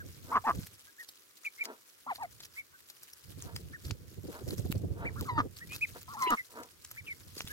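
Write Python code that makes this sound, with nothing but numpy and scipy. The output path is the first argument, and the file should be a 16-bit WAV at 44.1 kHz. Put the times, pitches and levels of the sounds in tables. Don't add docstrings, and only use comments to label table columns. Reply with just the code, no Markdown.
import sys
import numpy as np
from scipy import signal
from scipy.fft import rfft, irfft, next_fast_len
from scipy.io import wavfile
from scipy.ndimage import uniform_filter1d, map_coordinates

SR = 44100
rng = np.random.default_rng(int(sys.argv[2]) if len(sys.argv) > 2 else 0)


def inscribe(sig):
    pcm = np.round(np.clip(np.atleast_2d(sig).T, -1, 1) * 32767)
    wavfile.write(sys.argv[1], SR, pcm.astype(np.int16))


N = 331975


def amp(db):
    return 10 ** (np.asarray(db) / 20)


def unit_rms(x):
    return x / np.sqrt(np.mean(x ** 2) + 1e-20)


def seconds(length_s):
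    return np.arange(max(round(length_s * SR), 256)) / SR


def at_hz(points, hz):
    knots_hz, values = np.transpose(points)
    return np.interp(np.log(hz + 1), np.log(knots_hz + 1), values)


def at_time(points, t):
    return np.interp(t, *np.transpose(points))


def envelope(t, attack_s, release_s):
    swell = np.sin(np.pi / 2 * np.clip(t / attack_s, 0, 1))
    fade = np.sin(np.pi / 2 * np.clip((t[-1] - t) / release_s, 0, 1)) ** 2
    return swell * fade


def wobble(knots_per_s, n):
    knots = rng.standard_normal(int(n * knots_per_s / SR) + 4)
    return map_coordinates(knots, [np.arange(n) * knots_per_s / SR])


def filtered(x, response):
    n = x.shape[-1]
    size = next_fast_len(n + 4096, True)
    return irfft(rfft(x, size) * response(np.fft.rfftfreq(size, 1 / SR)), size)[..., :n]


def coloured(x, spectrum):
    return unit_rms(filtered(x, lambda hz: amp(at_hz(spectrum, hz))))


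def ringing(gain_db, size=2048):
    cepstrum = irfft(np.log(amp(gain_db(np.fft.rfftfreq(size, 1 / SR)))))
    cepstrum[1:size // 2] *= 2
    cepstrum[size // 2 + 1:] = 0
    impulse = irfft(np.exp(rfft(cepstrum)))
    return impulse / np.linalg.norm(impulse)


def ports(x, lead_ms, pan_db=0):
    side = np.array([[.5], [-.5]])
    return amp(side * pan_db) * filtered(x, lambda hz: np.exp(2j * np.pi * hz * side * lead_ms / 1000))


def add(out, start_s, x):
    i = min(max(round(start_s * SR), 0), N)
    out[..., i:i + x.shape[-1]] += x[..., :N - i]


# freq_hz, gain_db
AIR_SPECTRUM = [(18, -43.5), (30, -23), (355, 3), (780, -9), (1190, -1), (2230, -5.5), (12300, -9),
                (16000, -6.5)]


def open_air(level_db=-64):
    return amp(level_db) * coloured(rng.standard_normal((2, N)), AIR_SPECTRUM)


# time_s, relative_db
GUSTS = [(0.0, -49.5), (0.48, -58), (0.58, -35.5), (0.65, -56.5), (0.96, -87), (2.01, -82.5), (2.22, -63),
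         (2.42, -63.5), (2.68, -77.5), (3.19, -79), (3.28, -53), (3.62, -47), (3.81, -57), (3.87, -43),
         (4.09, -53.5), (4.23, -47.5), (4.37, -57), (4.45, -42.5), (4.75, -38.5), (5.05, -41),
         (5.145, -42.5), (5.23, -41.5), (5.29, -50), (5.33, -38), (5.45, -38.5), (5.53, -58.5),
         (5.72, -50.5), (6.18, -59), (6.41, -72), (7.53, -54)]
# centre_s, eddy_db
BUFFETS = [(.065, -51), (.18, -65.5), (.25, -61.5), (3.384, -51), (3.461, -50), (3.55, -52), (3.71, -54.5),
           (3.911, -44.5), (4.185, -50.5), (4.251, -42), (4.295, -39.5), (4.42, -44.5), (4.48, -38.5),
           (4.531, -36.5), (4.595, -42), (4.66, -38), (4.757, -36.5), (4.846, -38.5), (4.915, -44),
           (5.057, -38), (5.224, -40.5), (5.461, -41.5)]
# freq_hz, gain_db
RUMBLE_SPECTRUM = [(12, -57), (32, -13), (92, 7.5), (189, -5), (300, -28), (660, -100)]
# freq_hz, gain_db
EDDY_SPECTRUM = [(90, -40), (170, -2.5), (300, 3), (500, -2.5), (800, -21), (1400, -43), (2500, -48)]


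def breeze(buffet_s=.044, push_db=5, eddy_db=-9, lumpy_db=3.5, shared=.42):
    def flow(spectrum, depth_db):
        noise = rng.standard_normal((2, N)) + shared * rng.standard_normal(N)
        return coloured(noise * amp(depth_db * wobble(45, N)), spectrum)

    gust_db = at_time(GUSTS, np.arange(N) / SR)
    push, puffs = np.zeros(N), np.zeros(N)
    shape = np.hanning(round(buffet_s * SR))
    for centre_s, puff_db in BUFFETS:
        add(push, centre_s - buffet_s / 2, shape)
        add(puffs, centre_s - buffet_s / 2, amp(puff_db) * shape)
    right_bias = amp([[-2.5], [2.5]])
    rumble = amp(gust_db + push_db * push) * flow(RUMBLE_SPECTRUM, lumpy_db) * right_bias
    eddies = amp(gust_db + eddy_db) * flow(EDDY_SPECTRUM, lumpy_db)
    return rumble + eddies + puffs * flow(EDDY_SPECTRUM, 0)


# centre_s, pitch_hz, width_s, level_db
THUMPS_AND_HUM = [(0.591, 136.4, 0.0019, -27), (3.865, 84.5, 0.0068, -36.5), (3.923, 98, 0.0041, -29),
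                  (4.702, 194, 0.0017, -24), (4.767, 96.5, 0.0096, -25), (6.274, 388, 0.0027, -32),
                  (7.37, 365, 0.0014, -39.5), (7.447, 137, 0.0018, -38)]


def thumps_and_hum():
    out, t = np.zeros(N), np.arange(-SR // 20, SR // 20) / SR
    for centre_s, pitch_hz, width_s, level_db in THUMPS_AND_HUM:
        swell = amp(level_db) * np.exp(-(t / width_s) ** 2 / 2)
        add(out, centre_s + t[0], -swell * np.cos(2 * np.pi * pitch_hz * t))
    return ports(out, lead_ms=.053, pan_db=-7.5)


def ticks(per_s, hiss, scattered):
    sparse = unit_rms((rng.random((3, N)) < per_s / SR) * rng.uniform(-.91, 1, (3, N)))
    direct, *diffuse = sparse + hiss * rng.standard_normal((3, N))
    return unit_rms(ports(direct, lead_ms=.16) + scattered * np.array(diffuse))


def blade_colours(x, depth_db):
    spectra = signal.stft(x, nperseg=128)[2]
    patch = np.outer(np.hanning(7), np.hanning(9))
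    field = signal.fftconvolve(rng.standard_normal(spectra.shape[1:]), patch, "same")
    gain = unit_rms(amp(depth_db * unit_rms(field)))
    return signal.istft(spectra * gain, nperseg=128)[1][:, :N]


# time_s, relative_db
SHUFFLE = [(0.0, -60.5), (0.46, -56.5), (1.32, -63), (1.61, -58), (1.74, -64), (2.55, -64), (2.66, -69),
           (2.8, -63.5), (3.5, -57), (4.03, -65), (4.3, -59), (4.7, -55.5), (4.86, -66.5), (5.49, -64),
           (5.62, -58), (6.25, -54), (6.65, -61), (7.21, -59.5), (7.53, -55.5)]
# peak_s, length_s, relative_db
TUGS = [(0.557, 0.0323, -51.5), (0.634, 0.12, -53), (1.031, 0.09, -55.5), (1.463, 0.068, -52.5),
        (1.651, 0.031, -46), (2.162, 0.057, -51.5), (2.448, 0.066, -53), (2.577, 0.12, -56.5),
        (3.879, 0.13, -54.5), (4.489, 0.03, -47), (4.539, 0.027, -47.5), (4.592, 0.039, -49.5),
        (5.247, 0.21, -54), (5.586, .04, -51), (5.75, 0.072, -45.5), (6.239, 0.0326, -46),
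        (7.388, 0.09, -49.5)]
# freq_hz, gain_db
RUSTLE_SPECTRUM = [(290, -31.5), (500, -8.5), (784, -11.5), (1300, -4.5), (2600, -4), (4800, -1),
                   (8500, -4), (12000, -3), (16000, -6.5)]


def rustle(shuffle_gain_db=1, tug_gain_db=2, nibbles_per_s=35, nibble_db=2.5, rise_share=.58):
    shuffle_db = at_time(SHUFFLE, np.arange(N) / SR) + shuffle_gain_db
    stir = amp(shuffle_db + nibble_db * wobble(nibbles_per_s, N))
    tugging = np.zeros(N)
    for peak_s, length_s, relative_db in TUGS:
        rise_s = rise_share * length_s
        pull = envelope(seconds(length_s), rise_s, length_s - rise_s)
        add(tugging, peak_s - rise_s, amp(relative_db + tug_gain_db) * pull)
    grass = stir * ticks(per_s=500, hiss=.45, scattered=1.76)
    leaves = tugging * ticks(per_s=380, hiss=.46, scattered=.99)
    crackle = blade_colours(grass + leaves, depth_db=3)
    body = ringing(lambda hz: at_hz(RUSTLE_SPECTRUM, hz))
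    return signal.oaconvolve(crackle, body[None], axes=1)[:, :N]


# start_s, relative_db
RIB_BREAKS = [(4.508, -28), (4.7251, -21.5), (5.2105, -18.5), (6.031, -29.5), (6.223, -26.5),
              (6.306, -17.5)]
# freq_hz, gain_db
RIB_SPECTRUM = [(1500, -14.5), (6000, -4.5), (9000, -16.5), (12700, 0.5), (16000, -8)]


def rib_breaks(decay_s=.00033):
    out, t = np.zeros(N), np.arange(SR // 200) / SR
    body = ringing(lambda hz: at_hz(RIB_SPECTRUM, hz))
    for start_s, relative_db in RIB_BREAKS:
        crack = rng.standard_normal(len(t)) * np.exp(-t / decay_s)
        add(out, start_s, amp(relative_db) * signal.fftconvolve(crack / np.abs(crack).max(), body))
    return ports(out, lead_ms=.13)


# start_s, peak_db
PECKS = [(3.909, -23), (4.725, -21.5), (7.4067, -19.5), (7.4729, -33.5)]
# freq_hz, relative_db, t60_s
BILL_MODES = [(1470, 13.5, 0.0077), (2694, 28.5, 0.0027)]


def pecks():
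    out, t = np.zeros(N), np.arange(SR // 40) / SR
    for start_s, peak_db in PECKS:
        ring = sum(amp(db - 60 * t / t60_s) * np.sin(2 * np.pi * hz * t) for hz, db, t60_s in BILL_MODES)
        add(out, start_s, amp(peak_db) * ring / np.abs(ring).max())
    return ports(out, lead_ms=.12)


# break_s, relative_db, ring_hz, top_octave_db
BITES = [(0.67, -31, 12400, -4.5), (1.091, -30.5, 4400, 2), (1.655, -25.5, 4810, -10.5),
         (2.1587, -32, 4220, -13), (2.234, -36.5, 4600, -0.5), (2.4054, -30.5, 3930, -10),
         (2.4567, -37.5, 5200, 2), (2.902, -30.5, 4300, 2), (3.034, -32.5, 5540, 6.5),
         (3.1351, -33, 5600, 6.5), (3.424, -30, 6340, 3), (3.5638, -23.5, 4580, -1),
         (3.8531, -32.5, 4400, -15.5), (3.911, -27.5, 4600, -12.5), (4.508, -27, 4000, 3),
         (4.5212, -37, 3700, -0.5), (4.7187, -25, 4000, 5), (5.569, -32.5, 4300, 1),
         (5.7517, -31.5, 4360, -5.5), (5.763, -27, 4400, 2.5), (6.2234, -24.5, 5740, -6),
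         (6.306, -24, 12100, -9), (6.6352, -33.5, 11700, -14), (6.8499, -28.5, 7100, 2),
         (6.9141, -29, 11600, -4), (7.3826, -27, 4600, 1), (7.405, -29, 6060, -8.5),
         (7.418, -27.5, 4800, -4), (7.4758, -31.5, 3680, -5), (7.484, -33, 3660, 1)]
# freq_hz, gain_db
BITE_SPECTRUM = [(590, -5), (1900, 1), (3500, -2), (12500, 1.5), (16000, -4)]


def bites(rise_s=.0038, decay_s=.0042, crack_s=.0006, ring_db=12.5, ring_width_hz=930, gain_db=-6):
    out, t = np.zeros((2, N)), np.arange(-SR // 50, SR // 25) / SR
    for break_s, relative_db, ring_hz, top_octave_db in BITES:
        def colour_db(hz):
            thin_db = .41 * min(relative_db + 26, 0) * at_hz([(2000, 1), (4500, 0)], hz)
            crisp_db = top_octave_db * at_hz([(6500, 0), (10500, 1)], hz)
            bill_db = ring_db / (1 + ((hz - ring_hz) / ring_width_hz) ** 2)
            return at_hz(BITE_SPECTRUM, hz) + thin_db + crisp_db + bill_db

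        fibres = unit_rms(rng.standard_normal(len(t)) * amp(5 * wobble(2544, len(t))))
        crackle = amp(-7) * fibres * np.exp(-np.maximum(-t / rise_s, t / decay_s))
        crack = .8 * unit_rms(rng.standard_normal(len(t))) * np.exp(-np.abs(t) / crack_s)
        bite = amp(relative_db + gain_db) * signal.fftconvolve(crackle + crack, ringing(colour_db))
        add(out, break_s + t[0], ports(bite, lead_ms=rng.normal(.13, .055), pan_db=rng.normal(0, 2.2)))
    return out


def buzz(pulse_hz, tract, jitter, rasp, crossover_hz=1700):
    def voiced(hz):
        return 1 / np.hypot(1, (hz / crossover_hz) ** 4)

    n = len(pulse_hz)
    cycles = np.cumsum(pulse_hz * (1 + jitter * wobble(250, n))) / SR
    onsets = np.diff(np.floor(cycles), prepend=-1) > 0
    pulses = onsets * np.sqrt(SR / pulse_hz) * amp(2.8 * rng.standard_normal(n))
    puffs = unit_rms(rng.standard_normal(n) * np.exp(-(cycles % 1)))
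    source = filtered(pulses, voiced) + filtered(puffs, lambda hz: np.hypot(rasp, 1 - voiced(hz)))
    return signal.fftconvolve(source, tract)[:n] / np.hypot(1, rasp)


# centre_s, length_s, pulse_hz, level_db
GRUNTS = [(0.312, 0.16, 250, -46), (1.698, .2, 225, -44.5), (3.492, 0.22, 236, -51.5),
          (4.358, 0.25, 200, -47), (5.038, .24, 230, -42.5), (5.966, 0.067, 240, -45),
          (6.591, 0.21, 237, -43.5)]
# freq_hz, gain_db
GRUNT_SPECTRUM = [(150, -37.5), (260, -1.5), (502, -2.5), (824, -7.5), (945, -1.5), (1080, -8), (1370, -5),
                  (2510, -22), (4000, -29.5), (8800, -80)]


def grunts(swell_db=30.5):
    out, tract = np.zeros(N), ringing(lambda hz: at_hz(GRUNT_SPECTRUM, hz))
    for centre_s, length_s, pulse_hz, level_db in GRUNTS:
        n = round(length_s * SR)
        swell = amp(level_db - swell_db * np.abs(np.linspace(-1, 1, n)) ** 1.18)
        voice = buzz(np.full(n, pulse_hz), tract, jitter=.06, rasp=1)
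        add(out, centre_s - length_s / 2, swell * voice)
    return ports(out, lead_ms=-.22)


# freq_hz, gain_db
THROAT_SPECTRUM = [(120, -26.5), (270, -14), (480, -20), (780, -12), (950, -6), (1170, 4), (1400, -12.5),
                   (1700, -11), (2100, -22.5), (2900, -30), (4200, -39), (6000, -43), (9000, -73.5)]


def throat(open_db, rise_per_db=.01):
    lift = 1 + rise_per_db * open_db
    opening = [(250, 1.8), (800, .26), (2800, .76), (4000, 1.57)]  # freq_hz, weight
    return ringing(lambda hz: at_hz(THROAT_SPECTRUM, hz / lift) + open_db * at_hz(opening, hz))


# time_s, left_lead_ms
HEAD_POSITION = [(.4, 0.12), (2.15, 0.21), (5.3, 0.19), (6.3, 0.21)]


def from_head(call, start_s, pan_db=0):
    return ports(call, at_time(HEAD_POSITION, start_s), pan_db)


# start_s, length_s, first_pulse_hz, level_db, open_db
QUACKS = [(.312, 0.094, 300, -33.5, -8.5), (0.345, 0.056, 292, -21.5, 1), (0.462, .075, 302, -22, 0.5),
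          (5.37, 0.062, 345, -23.5, 6), (6.298, 0.069, 348, -22, 6)]


def quacks(attack_s=.021, release_s=.028, slowing_hz_per_s=2900, fade_db_per_s=130):
    out = np.zeros((2, N))
    for start_s, length_s, first_pulse_hz, level_db, open_db in QUACKS:
        t = seconds(length_s)
        pulse_hz = np.maximum(first_pulse_hz - slowing_hz_per_s * t, 100)
        level = amp(level_db - fade_db_per_s * t) * envelope(t, attack_s, release_s) ** 2
        voice = buzz(pulse_hz, throat(open_db), jitter=.05, rasp=.36)
        add(out, start_s, from_head(level * voice, start_s))
    return out


def syrinx(pitch_hz, overtones_db=(), jitter=0):
    glide_hz = uniform_filter1d(pitch_hz, size=200) * (1 + jitter * wobble(401, len(pitch_hz)))
    phase = 2 * np.pi * np.cumsum(glide_hz) / SR
    tone = np.sin(phase) + sum(amp(db) * np.sin(k * phase) for k, db in enumerate(overtones_db, 2))
    return np.sqrt(2) * tone * signal.windows.tukey(len(pitch_hz), .08)


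def syrinx_flutter(pitch_hz, flutter_hz=250, upper_db=-5, lower_db=-14, hum_db=-17):
    rate_hz = flutter_hz * (1 + .16 * wobble(225, len(pitch_hz)))
    partials = [(pitch_hz + rate_hz, upper_db), (pitch_hz - rate_hz, lower_db), (rate_hz, hum_db)]
    return sum(amp(db) * syrinx(hz) for hz, db in partials)


def pitch_arch(t, top_s, start_hz, top_hz, settled_hz, settle_s=.024, sag_hz_per_s=800):
    rising_hz = start_hz + (top_hz - start_hz) * np.sin(np.pi / 2 * t / top_s)
    falling_hz = settled_hz + (top_hz - settled_hz) * np.exp(-((t - top_s) / settle_s) ** 2)
    return np.where(t < top_s, rising_hz, falling_hz - sag_hz_per_s * (t - top_s))


# start_s, length_s, to_top_s, to_clear_s, start_hz, top_hz, settled_hz,
# flutter_db, clear_db, slump_db, open_db
WHISTLES = [ (0.313, 0.069, 0.032, 0.035, 871, 1131, 774, -36, -30, -1, 9),
            (0.437, 0.078, 0.027, 0.0051, 651, 924, 687, -57, -31, 4, -15),
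            (2.062, 0.078, .028, 0.035, 692, 1143, 697, -42, -31.5, 1, 8),
            (2.179, 0.088, 0.033, 0.032, 650, 960, 710, -51.5, -34.5, 3.5, 4),
            (5.155, 0.099, 0.036, 0.067, 930, 1416, 794, -50, -58, 0, 0),
            (5.248, 0.147, 0.013, 0.037, 800, 1303, 1005, -53.5, -28, 18, 17.5),
            (6.077, 0.1, 0.047, 0.068, 937, 1180, 816, -48.5, -43.5, -3, 7),
            (6.164, 0.16, 0.029, 0.048, 886, 1155, 1060, -43.5, -27.5, 5, 14.5)]
# freq_hz, gain_db
OVERTONE_SPECTRUM = [(1500, -18), (2050, -11), (2900, -29), (3700, -28.5), (4100, -22.5), (4400, -28),
                     (4700, -28), (5100, -49)]


def whistles(lock_s=.028, wide_open_db=13.5, muffled_db=-8, shimmer_db=3, hiss_db=-17):
    out = np.zeros((2, N))
    for row in WHISTLES:
        start_s, length_s, to_top_s, to_clear_s, *arch_hz, flutter_db, clear_db, slump_db, open_db = row
        t = seconds(length_s)
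        n = len(t)
        pitch_hz = pitch_arch(t, to_top_s, *arch_hz)
        clear = np.clip((t - to_clear_s) / lock_s + .5, 0, 1)
        overtones_db = []
        for k in range(2, 6):
            bill_db = at_hz(OVERTONE_SPECTRUM, k * pitch_hz) + (k > 3) * (open_db - wide_open_db)
            overtones_db.append(bill_db + muffled_db * (1 - clear) + shimmer_db * wobble(506, n))
        tone = syrinx(pitch_hz, overtones_db, jitter=.018) * (1 + .14 * wobble(700, n))
        flutter = (1 - clear) * syrinx_flutter(pitch_hz)
        hiss = amp(hiss_db) * signal.fftconvolve(rng.standard_normal(n), throat(open_db / 2))[:n]
        slump = np.sin(np.pi * np.clip((t - to_clear_s) / (length_s - to_clear_s), 0, 1)) ** 2
        level = amp(flutter_db + (clear_db - flutter_db) * clear - slump_db * slump)
        note = (tone + flutter + hiss) * envelope(t, attack_s=.0087, release_s=.028)
        add(out, start_s, from_head(level * note, start_s, pan_db=1.5))
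    return out


# peak_s, length_s, start_hz, middle_hz, end_hz, level_db, rasp, left_lead_ms
PEEPS = [ (0.012, 0.038, 1535, 1650, 1310, -45, 0.2, 0.26), (0.891, 0.048, 1490, 1640, 1580, -59, .3, 0.18),
         (1.009, 0.055, 1590, 1920, 1560, -44.5, 0, 0.15),
         (1.456, .024, 1850, 2530, 2420, -40, 0.14, -0.097),
         (1.47, 0.039, 2673, 2344, 2230, -33, 0.07, -0.082),
         (1.604, 0.051, 2060, 2184, 2260, -44, 0.1, -0.12),
         (1.62, 0.034, 2120, 2390, 1940, -30, 0.07, -0.15),
         (2.593, 0.058, 1940, 2290, 2020, -39, 0.07, -0.16),
         (2.752, 0.053, 1450, 1544, 1464, -57, 0.23, 0.25),
         (3.75, 0.045, 1510, 1835, 1345, -43.5, 0.16, 0.19),
         (5.074, 0.056, 1395, 2360, 1430, -36.5, 0.2, 0.19),
         (5.628, 0.049, 1530, 1937, 1900, -45, 0.1, -0.18),
         (5.73, 0.079, 2360, 2540, 2630, -44.5, 0.14, -0.042),
         (5.835, .048, 2180, 2510, 1910, -27, 0, -0.092),
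         (6.288, 0.059, 1976, 2830, 2830, -38.5, 0.6, 0.08),
         (6.395, 0.055, 2200, 2080, 1970, -35.5, 0.13, -0.18),
         (6.989, 0.049, 1380, 2346, 1770, -42.5, 0.13, -0.17),
         (7.088, 0.047, 2960, 2386, 2240, -41.5, 0.23, -0.096),
         (7.117, 0.041, 2210, 2180, 1860, -37, 0.08, -0.2),
         (7.52, 0.053, 1500, 1730, 1613, -43, 0.03, 0.23)]


def peeps(rise_share=.53, swell_db=19.5, flutter_hz=390, lock_s=.014, hoarse=.069):
    out = np.zeros((2, N))
    for peak_s, length_s, *contour_hz, level_db, rasp, left_lead_ms in PEEPS:
        rise_s = rise_share * length_s
        t = seconds(length_s) - rise_s
        knots_s = [-rise_s, 0, length_s - rise_s]
        pitch_hz = np.polyval(np.polyfit(knots_s, contour_hz, 2), t)
        swell = amp(level_db - swell_db * np.interp(t, knots_s, [-1, 0, 1]) ** 2)
        depth = 2.4 * rasp * np.clip(-t / lock_s, 0, 1)
        flutter = depth * (np.cos(2 * np.pi * flutter_hz * t) + wobble(1495, len(t)))
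        roughness = 1 + flutter + hoarse * wobble(903, len(t))
        tone = swell * roughness * syrinx(pitch_hz, overtones_db=[-35, -38], jitter=.015)
        add(out, peak_s - rise_s, ports(tone[peak_s + t >= 0], left_lead_ms))
    return out


def ground_scatter(x, level_db=-22, t60_s=.12, build_s=.004):
    t = np.arange(SR // 3) / SR
    tail = rng.standard_normal((2, len(t))) * amp(-60 * t / t60_s) * (1 - np.exp(-t / build_s))
    return amp(level_db) * signal.fftconvolve(x, tail / np.linalg.norm(tail[0]), axes=1)[:, :N]


def scene():
    birds = peeps() + whistles() + quacks() + grunts() + bites() + rib_breaks() + pecks()
    air = open_air()
    return birds + ground_scatter(birds) + rustle() + breeze() + thumps_and_hum() + air


def record(dry, limit_hz=16100):
    return filtered(dry, lambda hz: hz < limit_hz)


dry = scene()
out = record(dry)
inscribe(out)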